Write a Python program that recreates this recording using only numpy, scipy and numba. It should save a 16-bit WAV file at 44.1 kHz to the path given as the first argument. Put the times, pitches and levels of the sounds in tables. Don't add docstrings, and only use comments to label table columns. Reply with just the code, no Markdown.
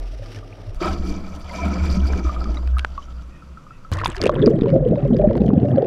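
import sys
import numpy as np
from scipy import signal
from scipy.fft import rfft, irfft
from scipy.io import wavfile
from scipy.ndimage import uniform_filter1d
from numba import njit

SR = 44100
rng = np.random.default_rng(int(sys.argv[2]) if len(sys.argv) > 2 else 0)


def log_audio(samples):
    frames = np.atleast_2d(samples).T
    limited = np.clip(frames, -1, 1)
    pcm = np.round(limited * 32767).astype(np.int16)
    wavfile.write(sys.argv[1], SR, pcm)


N = 258426
t = np.arange(N) / SR
CUT_FRAME_S, CUT_SEA_S = .747, 3.917
UNDERWATER = CUT_SEA_S, N / SR


def undb(db):
    return 10 ** (np.asarray(db) / 20)

def unit(x):
    return x / np.sqrt(np.mean(x ** 2))

def steady(x, seconds):
    return unit(x / np.sqrt(uniform_filter1d(x ** 2, int(seconds * SR)) + 1e-12))

def curves(table):
    s, *columns = np.transpose(table)
    return [np.interp(t, s, column) for column in columns]

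def walk(rate_hz):
    hold = int(SR / rate_hz)
    steps = np.repeat(rng.standard_normal(N // hold + 1), hold)
    return 1.85 * uniform_filter1d(uniform_filter1d(steps, hold), hold)[:N]

def noise(db=0):
    return undb(db) * rng.standard_normal(N)

def tone(hz):
    return np.sqrt(2) * np.sin(2 * np.pi * np.cumsum(hz) / SR)

def shaped(spectrum):
    bins_hz = np.arange(N // 2 + 1) * SR / N + 1
    hz, db = np.transpose(spectrum)
    return unit(irfft(rfft(noise()) * undb(np.interp(np.log(bins_hz), np.log(hz), db)), N))

def band(lo_hz, hi_hz, x):
    return signal.sosfilt(signal.butter(3, [lo_hz, hi_hz], "bandpass", fs=SR, output="sos"), x)

@njit
def svf(x, hz, width):
    y, mid, low = np.empty(len(x)), 0., 0.
    g, k = np.tan(np.pi * hz / SR), width / hz
    for i in range(len(x)):
        v = (mid + g * (x[i] - low)) / (1 + g * (g + k))
        mid, low, y[i] = 2 * v - mid, low + 2 * g * v, k * v
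    return y

def resonate(x, hz, width):
    return svf(svf(x, float(hz), float(width)), float(hz), float(width))

def ring(x, modes):
    return unit(sum(undb(db) * resonate(x, hz, 1.2 * width) for hz, width, db in modes))

@njit
def grains(start, size, hz, tau, rise, glide):
    out = np.zeros(N)
    for k in range(len(start)):
        first, phase, n = int(start[k] * SR), 0., tau[k] * SR
        for j in range(min(int(6 * n), N - first)):
            phase += 2 * np.pi * hz[k] * (1 + glide * j / n) / SR
            out[first + j] += size[k] * (1 - np.exp(-j / (rise * n))) * np.exp(-j / n) * np.sin(phase)
    return out

def bubbles(table, rise, glide):
    s, db, hz, cycles = np.transpose(table)
    return grains(s, undb(db), hz, cycles / hz / 2, rise, glide)

def swarm(count, span, lo_hz, hi_hz, cycles, scatter_db, rise, glide):
    when, pitch, size, length = rng.random((count, 4)).T
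    hz = lo_hz * (hi_hz / lo_hz) ** pitch
    start = span[0] - .1 + (span[1] - span[0] + .1) * when
    out = grains(start, undb(-scatter_db * np.log(size)), hz, cycles * (.5 + length) / hz, rise, glide)
    return out / np.sqrt(uniform_filter1d(out ** 2, SR // 10) + 1e-9)


# time in seconds, then rumble, deck body and deck treble in dB.
POLE_FADERS = [(0.03, -24.5, -42, -54.5), (0.162, -29.5, -49, -55.5), (0.26, -33.5, -43, -51.5),
               (0.358, -44, -42.5, -49.5), (0.43, -35.5, -40.5, -57), (0.55, -46, -43.5, -55.5),
               (0.73, -29, -44.5, -58)]
# frequency in Hz, relative level in dB.
DECK_EQ = [(82, -50), (140, 7.5), (199, -2), (267, 8), (529, 2.5), (669, 3.5), (1110, -15), (1200, -4),
           (1350, -13), (1750, -19), (4210, -40.5), (5640, -36.5), (6600, -51), (9760, -53), (15000, -63)]

def pole_and_deck():
    rumble_db, body_db, treble_db = curves(POLE_FADERS)
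    deck = shaped(DECK_EQ)
    rumble = undb(rumble_db) * tone(38.5 * (1 + .084 * walk(22)))
    body = undb(body_db + walk(39.1)) * unit(band(120, 2200, deck))
    treble = undb(treble_db + 1.5 * walk(160.2)) * unit(band(3100, 15000, deck))
    return rumble + body + treble

def machinery(hum_hz=103, throb_hz=12.7):
    db = -42 + 4 * np.cos(2 * np.pi * throb_hz * (t - .296)) + 3.4 * walk(31.2)
    return undb(db) * tone(hum_hz * (1 + .0415 * walk(32)))

def lapping():
    return undb(-60.5) * swarm(40, (.1, CUT_FRAME_S), 720, 3150, cycles=5.4, scatter_db=4, rise=.3,
                               glide=.044)

# start in
# seconds, level in dB, pitch in Hz, length in cycles.
DROPLETS = [(.135, -33, 623, 8), (.195, -26.5, 527, 4.5), (.22, -26.5, 564, 8.9), (.23, -37, 1760, 8),
            (.283, -48, 2600, 12), (.365, -36, 1760, 28), (.428, -35, 1180, 17), (.485, -35, 624, 10),
            (.525, -44, 830, 12), (.552, -43, 3050, 14), (.665, -35, 612, 17), (.705, -33, 626, 10),
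            (.805, -23, 1290, 14), (.814, -9.5, 350, 6.5), (.857, -9.5, 340, 4.8), (.872, -22, 1308, 70),
            (1.495, -29, 2080, 29), (.842, -15, 1253, 20), (1.508, -27.5, 970, 29), (1.55, -20, 662, 10),
            (1.585, -20.5, 987, 36), (1.635, -19, 692, 12), (1.652, -12.5, 193.5, 16), (1.705, -32, 653, 9),
            (1.968, -6.5, 188.8, 7), (2.085, -29, 707, 9.4), (2.098, -21, 422, 6.6), (2.13, -28, 1010, 3.7),
            (2.134, -18, 1570, 4.5), (2.155, -22, 402, 7), (2.19, -19, 222, 5.5), (2.245, -16, 314, 7.8),
            (2.455, -19.5, 209, 9.5), (2.571, -26.5, 3820, 26), (2.571, -29.5, 2050, 12),
            (2.7935, -11, 1400, 2.1), (3.026, -38, 3050, 32), (3.928, -15, 1103, 5.5),
            (3.9835, -15, 1130, 7), (3.998, -15, 1970, 8.3), (4.015, -8.5, 1280, 4.5),
            (4.036, -10, 1040, 9.5), (4.058, 0, 975, 3.8), (4.148, -17, 1740, 4.7), (4.214, -29, 1510, 6),
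            (4.216, -5, 4580, 5.1), (4.242, -29, 1070, 6.9), (4.294, -1.5, 1110, 4.8),
            (4.364, -20.5, 950, 6), (4.407, -28, 1160, 4.8), (4.425, -16.5, 3350, 11.4),
            (4.461, -11, 4800, 11.3), (4.476, -9.5, 1150, 2.6), (4.659, -19.5, 961, 6),
            (4.957, -24, 890, 5.3), (5.31, -21.5, 940, 6.5), (5.353, -17.5, 910, 5),
            (5.504, -17, 1054, 3.4)]
CHIRPING_DRIP = [(.526, -30.5, 2200, 14)]

def droplets():
    return bubbles(DROPLETS, rise=.27, glide=.006) + bubbles(CHIRPING_DRIP, rise=.49, glide=.12)

def cracks(rows, length=1500, snap_s=.00062):
    out, age = np.zeros(N), np.arange(length) / SR
    for s, db, hz, top_db in rows:
        t60_s = .011 if s < 3.9 else .013
        burst = rng.standard_normal(length) * 1000 ** (-age / t60_s)
        body = resonate(burst, hz, .18 * hz) + .63 * resonate(burst, 1700, 2900)
        top = resonate(burst * np.exp(-age / snap_s), 8500, 13000)
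        crack = body / np.abs(body).max() + undb(top_db) * top / np.abs(top).max()
        i = int(s * SR)
        out[i:i + length] += (undb(db) * crack)[:N - i]
    flooded = np.clip((t - 4.4) / .148, 0, 1)
    return (1 - .62 * flooded) * band(400, 11000, out) + 1.27 * flooded * band(400, 5300, out)

def faint_ticks(count, span, db):
    when, size, pitch = rng.random((count, 3)).T
    start = span[0] + (span[1] - span[0]) * when
    top_db = -35 + 6 * rng.standard_normal(count)
    return list(zip(start, db - 3.5 * np.log(size), 2200 * 1.4 ** pitch, top_db))

# start in seconds, level in dB, centre in Hz, top end in dB against the body.
SHARP_TICKS = [(.2595, -35, 4650, -14), (.3253, -45, 4720, -14), (.3468, -31, 5480, -10),
               (.3612, -29.5, 5400, -8), (.388, -32, 2600, -22), (2.4419, -26, 4900, -35),
               (2.5441, -33, 2210, -4), (2.6746, -30.5, 2463, -29), (2.7843, -20, 2800, -6),
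               (2.7933, -16.5, 2400, -32), (2.8478, -21, 2300, -11), (2.9779, -35, 2580, -17),
               (3.2213, -43, 5930, -22), (3.924, -22.5, 4010, -40), (3.9363, -41, 3110, -24),
               (3.988, -25, 2600, -31), (4.0457, -14.5, 4740, -29), (4.053, -27, 2700, 6),
               (4.059, -6.5, 3380, -38), (4.0718, -30, 2230, 7), (4.079, -30, 2730, 7),
               (4.1003, -25, 7460, -22), (4.1174, -29, 2800, -20), (4.1658, -20, 4470, -31),
               (4.1804, -25, 2910, -27), (4.2157, -16, 4610, -25), (4.2265, -19, 2660, -25),
               (4.2378, -16.5, 2700, -28), (4.2565, -15.5, 2370, -36), (4.2671, -14.5, 2520, -38),
               (4.2754, -20, 3280, -29), (4.2936, -22, 3270, -20), (4.3435, -31, 2590, -10),
               (4.4605, -24, 2470, -20), (4.4674, -27, 3790, -25), (4.4777, -33.5, 2250, -33.5),
               (4.557, -42, 7800, -23.5), (4.573, -49, 3800, -24), (4.589, -37, 1670, -29),
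               (4.6106, -30.5, 3360, -37), (4.634, -36, 1490, -34), (4.659, -34.5, 1400, -37),
               (4.691, -33, 2900, -30), (4.7019, -30.5, 2170, -30), (4.7622, -39, 2000, -26),
               (4.9568, -37, 1490, -30), (4.9807, -39, 1400, -30), (5.0057, -40, 1500, -32),
               (5.0286, -40, 1420, -33), (5.0501, -42, 2620, -36), (5.2142, -39.5, 2400, -28.5),
               (5.2945, -42.5, 2280, -30), (5.31, -39.5, 1980, -27), (5.3314, -38, 1500, -20),
               (5.3534, -31.5, 1500, -26), (5.3778, -32.5, 1500, -32), (5.4811, -35, 2910, -34),
               (5.6856, -40.5, 2700, -27), (5.8218, -34, 1900, -29), (5.8408, -51, 3200, -24),
               (4.711, -42, 5000, -28), (4.741, -44, 3030, -12.5), (4.81, -53, 3000, -14),
               (4.6826, -35, 2600, -34), (4.8772, -39, 2760, -18), (4.887, -41, 3030, 8),
               (5.133, -40, 3040, 0), (5.1665, -33, 4770, -32), (5.243, -44, 3000, -21.5),
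               (5.405, -40, 3500, -29.5), (5.464, -42.5, 3000, -20), (5.49, -39, 2720, 3),
               (5.76, -39, 4200, -16), (5.7803, -34, 3030, -34.5)]

def ticks():
    faint = faint_ticks(8, (2.4, 3.2), db=-50) + faint_ticks(12, UNDERWATER, db=-48.5)
    return cracks(list(SHARP_TICKS) + faint)

# time in seconds, pitch in Hz, level in dB.
CABLE_DRONE = [(0.79, 67.7, -44), (0.87, 73.8, -25), (1.01, 71.3, -25.5), (1.27, 72.8, -37.5),
               (1.35, 71.6, -33), (1.4, 74.2, -39), (1.41, 74, -50), (1.45, 73.8, -28.5), (1.52, 64.9, -38),
               (1.58, 64, -35), (1.65, 69.4, -16), (1.72, 70, -17.5), (1.78, 69, -29), (1.83, 71.3, -17),
               (1.87, 71.7, -24.5), (1.93, 65.5, -14), (1.96, 64.7, -24), (2.05, 65.2, -13.5),
               (2.08, 65.25, -27), (2.15, 65, -16.5), (2.17, 65.2, -30), (2.24, 60.7, -24),
               (2.27, 61.4, -17.5), (2.33, 61, -31), (2.42, 62.8, -22), (2.44, 63.2, -29), (2.49, 63, -23),
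               (2.76, 62.8, -16.5), (3.03, 62.2, -39.5), (3.14, 63.4, -29), (3.41, 63, -45.5),
               (3.52, 62.9, -36.5), (3.64, 61.2, -60), (3.75, 61.7, -52), (3.81, 67.9, -61),
               (3.9, 68.6, -53)]

def cable():
    hz, db = curves(CABLE_DRONE)
    return undb(db + 1.8 * walk(30.1)) * tone(hz * (1 + .0287 * walk(24.44)))

# time in seconds, level in dB.
SWAY_FADER = [(.747, -28), (.772, -25), (.8, -31.5), (1.0, -24), (1.45, -39.5), (1.7, -39), (1.9, -25),
              (2.4, -31), (3., -35.5), (3.55, -52), (3.87, -37.5)]

def sway():
    return undb(curves(SWAY_FADER)[0] + walk(15)) * steady(band(6.2, 31.2, noise()), .113)

# frequency in Hz, relative level in dB.
AIR_EQ = [(53, -36), (90, -3), (161, 0), (443, -21.5), (527, -12), (697, -28.5), (1300, -14), (1720, -30),
          (2650, -29), (4160, -37), (5880, -38), (7500, -40.5), (8600, -45), (12500, -49), (15500, -65)]

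def sea_air():
    return undb(-46) * shaped(AIR_EQ)

# time in seconds, then tubes, wash and spray in dB.
SURGE_FADERS = [(0.79, -52, -51.5, -58), (0.806, -50, -40, -43), (0.82, -40, -28.5, -40),
                (0.85, -26, -24.5, -37.5), (0.9, -28.5, -31.5, -39.5), (0.94, -29.5, -36.5, -44.5),
                (1.012, -32.5, -45, -52.5), (1.106, -26, -39.5, -41.5), (1.19, -32.5, -44.5, -53.5),
                (1.4, -40.5, -44.5, -52), (1.474, -48, -47, -53), (1.492, -41.5, -40.5, -46),
                (1.58, -34, -38, -42), (1.66, -27, -32, -44.5), (1.79, -26.5, -36, -44.5),
                (1.86, -27.5, -38, -40.5), (1.93, -25, -37.5, -38), (1.994, -33, -38.5, -47),
                (2.04, -33, -42, -50.5), (2.075, -30.5, -39, -39.5), (2.104, -31, -36, -47),
                (2.18, -27, -39, -46), (2.3, -39.5, -40, -48.5), (2.484, -32.5, -41, -51.5),
                (2.72, -44.5, -50, -61), (3.02, -55.5, -54, -56.5), (3.3, -50, -60.5, -66),
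                (3.87, -71, -64, -69)]
# time in seconds, level in dB.
WHISTLE_FADER = [(0.76, -68), (0.846, -36.5), (0.992, -58), (1.094, -47), (1.456, -60.5), (1.484, -47),
                 (1.662, -34.5), (1.678, -44), (1.926, -41.5), (1.992, -54), (2.11, -43.5), (2.472, -58),
                 (2.58, -59), (2.618, -78), (2.682, -57), (2.7, -74)]
# centre in Hz, nominal width in Hz, relative level in dB.
TUBE_MODES = [(143, 12, -8), (188.5, 17, 4.5), (205.9, 38, -3), (292, 60, -4), (333, 23.5, -6.5),
              (438.3, 15, -14)]
WASH_MODES = [(664, 126, 18), (964, 250, 9), (1277, 81, 19.5), (734, 810, 9)]
BOTTLE_MODES = [(2338, 156, 0)]
SPRAY_MODES = [(1580, 940, -1), (3180, 1200, 1.5), (4720, 650, 5.5), (5840, 890, 0.5), (7450, 960, -15),
               (7270, 350, -5), (9100, 8300, -19), (12500, 3200, -31)]

def surge():
    tube_db, wash_db, spray_db = curves(SURGE_FADERS)
    fits = walk(45.24)
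    tubes = steady(ring(noise(.86 * fits), TUBE_MODES), .074)
    wash = steady(ring(noise(fits + 2.2 * walk(90)), WASH_MODES), .077)
    plops = swarm(500, (CUT_FRAME_S, CUT_SEA_S), 461, 1486, cycles=11.5, scatter_db=3.5, rise=.36,
                  glide=.022)
    whistle = steady(ring(noise(1.2 * fits + 3.2 * walk(59.8)), BOTTLE_MODES), .075)
    spray = np.zeros(N)
    for hz, width, db in SPRAY_MODES:
        flicker_db = 2.1 * fits + 2.77 * walk(350) + 2 * walk(22.07)
        spray += undb(db) * np.sqrt(width) * ring(noise(flicker_db), [(hz, width, 0)])
    return (undb(tube_db) * tubes + undb(wash_db) * (wash + undb(-4.5) * plops)
            + undb(curves(WHISTLE_FADER)[0]) * whistle + undb(spray_db) * steady(spray, .074))

# start in seconds, relative level in dB, pitch in Hz.
FITTING_PINGS = [(2.2504, -30, 1250), (2.2702, -28.5, 1262), (2.294, -21.5, 1205), (2.346, -39, 1260),
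                 (2.363, -26, 1243), (2.414, -30, 1314), (2.456, -29.5, 1224), (2.5694, -33.5, 1220),
                 (2.7682, -24.5, 1268), (2.978, -21.5, 1128), (3.084, -40, 1297), (3.1932, -43, 1370),
                 (3.422, -39.5, 1315), (3.5724, -35, 1320), (3.666, -39.5, 1230), (3.707, -35.5, 1335),
                 (3.8482, -36, 1310)]

def pings(t60_s=.059):
    s, db, hz = np.transpose(FITTING_PINGS)
    tau = np.full(len(s), t60_s / np.log(1000))
    main = grains(s, undb(db + 5), hz, tau, rise=.14, glide=0.)
    upper = grains(s, undb(db - 12), 1.057 * hz, .6 * tau, rise=.15, glide=0.)
    lower = grains(s, undb(db - 17), .56 * hz, tau, rise=.15, glide=0.)
    return -(main + upper + lower)

# start and end in seconds, pitch in Hz, level in dB.
WINCH_WHINES = [(2.725, 2.868, 1563, -47), (3.285, 3.444, 2510, -58), (3.295, 3.422, 1870, -59),
                (3.685, 3.795, 2600, -59), (3.7, 3.783, 1910, -62)]

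def winch(width_hz=130):
    out = np.zeros(N)
    for start, end, hz, db in WINCH_WHINES:
        swell = np.sin(np.pi * np.clip((t - start) / (end - start), 0, 1))
        out += undb(db) * swell * ring(noise(), [(hz, width_hz, 0)])
    return out

# start in seconds, relative level in dB, pitch in Hz, seconds to fall 60 dB.
DRY_KNOCK = [(2.8478, -6, 1490, 0.0082)]

def knock():
    s, db, hz, t60 = np.transpose(DRY_KNOCK)
    tau = t60 / np.log(1000)
    main = grains(s, undb(db + 2), hz, tau, rise=.04, glide=0.)
    lower = grains(s, undb(db - 11), .64 * hz, tau, rise=.07, glide=0.)
    return -band(150, 7500, main + lower)

def thrum(hz=95.4, again_s=4.24, fade_db_per_s=91):
    first = undb(-18.5 - fade_db_per_s * np.maximum(t - CUT_SEA_S, 0))
    attack = np.clip((t - again_s) / .052 + 1, 0, 1)
    second = attack * undb(-26.5 - fade_db_per_s * np.maximum(t - again_s, 0))
    return (first + second) * steady(ring(noise(), [(hz, 9.5, 0)]), .073)

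# time in seconds, level in dB.
SLOSH_FADER = [(3.92, -31), (4.2, -29.5), (4.35, -28.5), (4.8, -27.5), (5., -28), (5.25, -24),
               (5.49, -46.5), (5.8, -46)]

def slosh():
    rumble = steady(undb(3.6 * walk(22)) * band(24, 56, noise()), .05)
    return undb(curves(SLOSH_FADER)[0] + 2 * walk(14)) * rumble

# time in seconds, then gurgle, bubbling and fizz in relative dB.
CLOUD_FADERS = [(3.92, -28.5, -29, -36), (4., -39, -35, -35), (4.09, -28.5, -31.5, -36),
                (4.15, -54, -43, -43.5), (4.24, -21, -17.5, -35.5), (4.31, -29.5, -24.5, -40),
                (4.41, -12, -18.5, -37), (4.435, -14, -10.5, -40.5), (4.524, -18, -16.5, -50.5),
                (4.7, -17, -22, -44), (4.76, -9.5, -11, -61.5), (4.79, -26, -22.5, -52.5),
                (4.93, -12, -20.5, -52.5), (5., -26.5, -28, -48.5), (5.116, -13.5, -17, -50),
                (5.352, -20, -19, -49.5), (5.492, -13.5, -21, -57), (5.774, -15, -23.5, -45),
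                (5.84, -27, -16, -50.5)]
# centre in Hz, nominal width in Hz, relative level in dB.
POCKET_MODES = [(130, 44, 0)]

def bubble_cloud():
    gurgle_db, bubbling_db, fizz_db = curves(CLOUD_FADERS)
    gurgle = swarm(280, UNDERWATER, 171.2, 296, cycles=4.1, scatter_db=.5, rise=.68, glide=.0058)
    pocket = steady(ring(noise(walk(33)), POCKET_MODES), .086)
    bubbling = swarm(280, UNDERWATER, 309.6, 635, cycles=4.86, scatter_db=2, rise=.69, glide=.0066)
    fizz = swarm(1500, UNDERWATER, 845, 1900, cycles=2.4, scatter_db=3, rise=.2, glide=.04)
    crackle = swarm(1800, UNDERWATER, 1600, 3770, cycles=3.6, scatter_db=6, rise=.43, glide=.014)
    large = undb(gurgle_db) * (undb(-7) * gurgle + undb(-5.5) * pocket)
    large += undb(bubbling_db - 3.5) * bubbling
    tiny = undb(fizz_db) * (fizz + undb(-8) * band(1100, 5600, crackle))
    return band(40, 740, large) + tiny

def middle_bubbles(grow_db_per_s=8.5, burst_s=5.22):
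    cloud = swarm(300, UNDERWATER, 597, 798, cycles=4.2, scatter_db=3, rise=.54, glide=.0021)
    burst_db = 20 * np.exp(-((t - burst_s) / .022) ** 2)
    return undb(-48 + grow_db_per_s * (t - CUT_SEA_S) + burst_db) * band(560, 883, cloud)

# frequency in Hz, relative level in dB.
SEETHE_EQ = [(700, -19.5), (1000, 11.5), (2070, -6), (2640, -4.5), (3500, -11), (4200, -24), (7800, -52)]

def fine_air(fade_db_per_s=26.5, floor_db=-68.5):
    sizzle = unit(undb(3.8 * walk(270) + 3.4 * walk(45)) * resonate(noise(), 4300, 5000))
    sizzle_db = np.maximum(-49 - fade_db_per_s * (t - CUT_SEA_S), floor_db)
    return undb(sizzle_db) * sizzle + undb(-60.5 + 2.5 * walk(48)) * shaped(SEETHE_EQ)

def creak(start_s=3.9835, gap_s=.0036, db=-39, hz=4040, top_db=-11):
    return cracks([(start_s + k * gap_s, db, hz, top_db) for k in range(10)])

# start in seconds, level in dB, pitch in Hz, length in cycles.
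BIG_BUBBLES = [(4.201, -12.5, 620, 4.3), (4.218, -9, 292, 1.8), (4.237, -4.5, 404, 2.8),
               (4.262, 8.5, 490, 1.6), (4.274, -8, 450, 1.6), (4.293, 3, 582, 4.7), (4.331, -11, 485, 7.9),
               (4.361, -1, 384, 1.3), (4.429, 4, 418, 8.6), (4.466, 4.5, 232, 4.1), (4.475, 6, 456, 5.6),
               (4.503, -0.5, 429, 7.1), (4.54, -2.5, 156, 3), (4.63, -7, 452, 21), (4.668, -8, 550, 23),
               (4.722, -1, 145.5, 5.8), (4.725, -2, 528, 26), (4.752, -4, 647, 12.6),
               (4.802, -4.5, 144, 5.3), (4.821, -8.5, 511, 20), (4.858, -1.5, 486, 11.5),
               (4.92, 0.5, 497, 4.8), (4.93, -4.5, 615, 6.9), (4.972, -5.5, 565, 12.7),
               (5.025, -2.5, 141.5, 8), (5.05, -5, 548, 8.7), (5.1, -4, 240, 4), (5.119, 2.5, 226, 5.7),
               (5.145, -3, 484, 5), (5.195, -1, 592, 9.3), (5.237, 4, 598, 13), (5.269, 0.5, 205, 4.2),
               (5.295, -1.5, 106.4, 1.4), (5.3, -2.5, 545, 7.8), (5.356, -3.5, 230, 3.2),
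               (5.358, -5, 494, 4.7), (5.4, -0.5, 198, 4.3), (5.445, -6.5, 655, 3.5), (5.455, 0, 260, 2),
               (5.532, -0.5, 259, 3.7), (5.576, -4, 178, 2.9), (5.63, -6.5, 306, 2.2), (5.642, -8, 576, 20),
               (5.69, -9, 123.4, 8.8), (5.692, -17, 620, 6.5), (5.72, -5.5, 238, 9.3),
               (5.772, -1.5, 555, 5.4), (5.781, 4, 537, 6.1), (5.813, -10, 630, 5.2),
               (5.826, 4.5, 462, 3.7)]

def big_bubbles():
    return band(40, 740, bubbles(BIG_BUBBLES, rise=.46, glide=.0065))

# centre in seconds, peak in dB, pitch in Hz, half-width in cycles.
WATER_THUMPS = [(4.2486, -8, 258, 0.33), (4.426, -5.5, 246, 0.8), (4.6213, -0.5, 286, 0.39),
                (4.671, -10, 330, 0.76), (4.7618, -6.5, 385, 1), (4.913, -5, 190, 0.24),
                (5.274, -9, 300, 0.76), (5.4189, -1.5, 320, 0.44), (5.491, -1, 190, 0.46),
                (5.536, -2, 203, 0.53), (5.58, -3, 198, 0.56), (5.6324, -5, 254, 0.45)]

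def thumps(tick_hz=2480, tick_top_db=-23):
    out = cracks([(s - .002, db - 36.5, tick_hz, tick_top_db) for s, db, _, _ in WATER_THUMPS])
    for s, db, hz, cycles in WATER_THUMPS:
        near = slice(int((s - .02) * SR), int((s + .02) * SR))
        turns = hz * (t[near] - s)
        out[near] -= undb(db) * np.cos(2 * np.pi * turns) * np.exp(-(turns / cycles) ** 2)
    return out

def gulp(start_s=5.37, end_s=5.77, start_hz=56):
    octaves = np.clip((t - start_s) / (end_s - start_s), 0, 1) ** 1.1
    db = np.interp(t, [start_s, end_s], [-23.7, -28], left=-28.5) + 2 * walk(24.96)
    gate = np.interp(t, [start_s - .03, start_s, end_s - .026, end_s], [0, 1, 1, 0])
    return gate * undb(db) * tone(start_hz * 2 ** octaves)

def scene():
    on_pole = pole_and_deck() + machinery() + lapping()
    throughout = droplets() + ticks()
    on_frame = cable() + sway() + sea_air() + surge() + pings() + winch() + knock()
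    in_sea = (thrum() + slosh() + bubble_cloud() + middle_bubbles() + fine_air() + creak()
              + big_bubbles() + thumps() + gulp())
    places = np.select([t < CUT_FRAME_S, t < CUT_SEA_S], [on_pole, on_frame], in_sea)
    return (places + throughout)[None]

def record(dry):
    rounded = np.tanh(.56 * dry) / .61
    return signal.sosfilt(signal.ellip(8, .2, 70, 15900, fs=SR, output="sos"), rounded)


dry = scene()
out = record(dry)
log_audio(out)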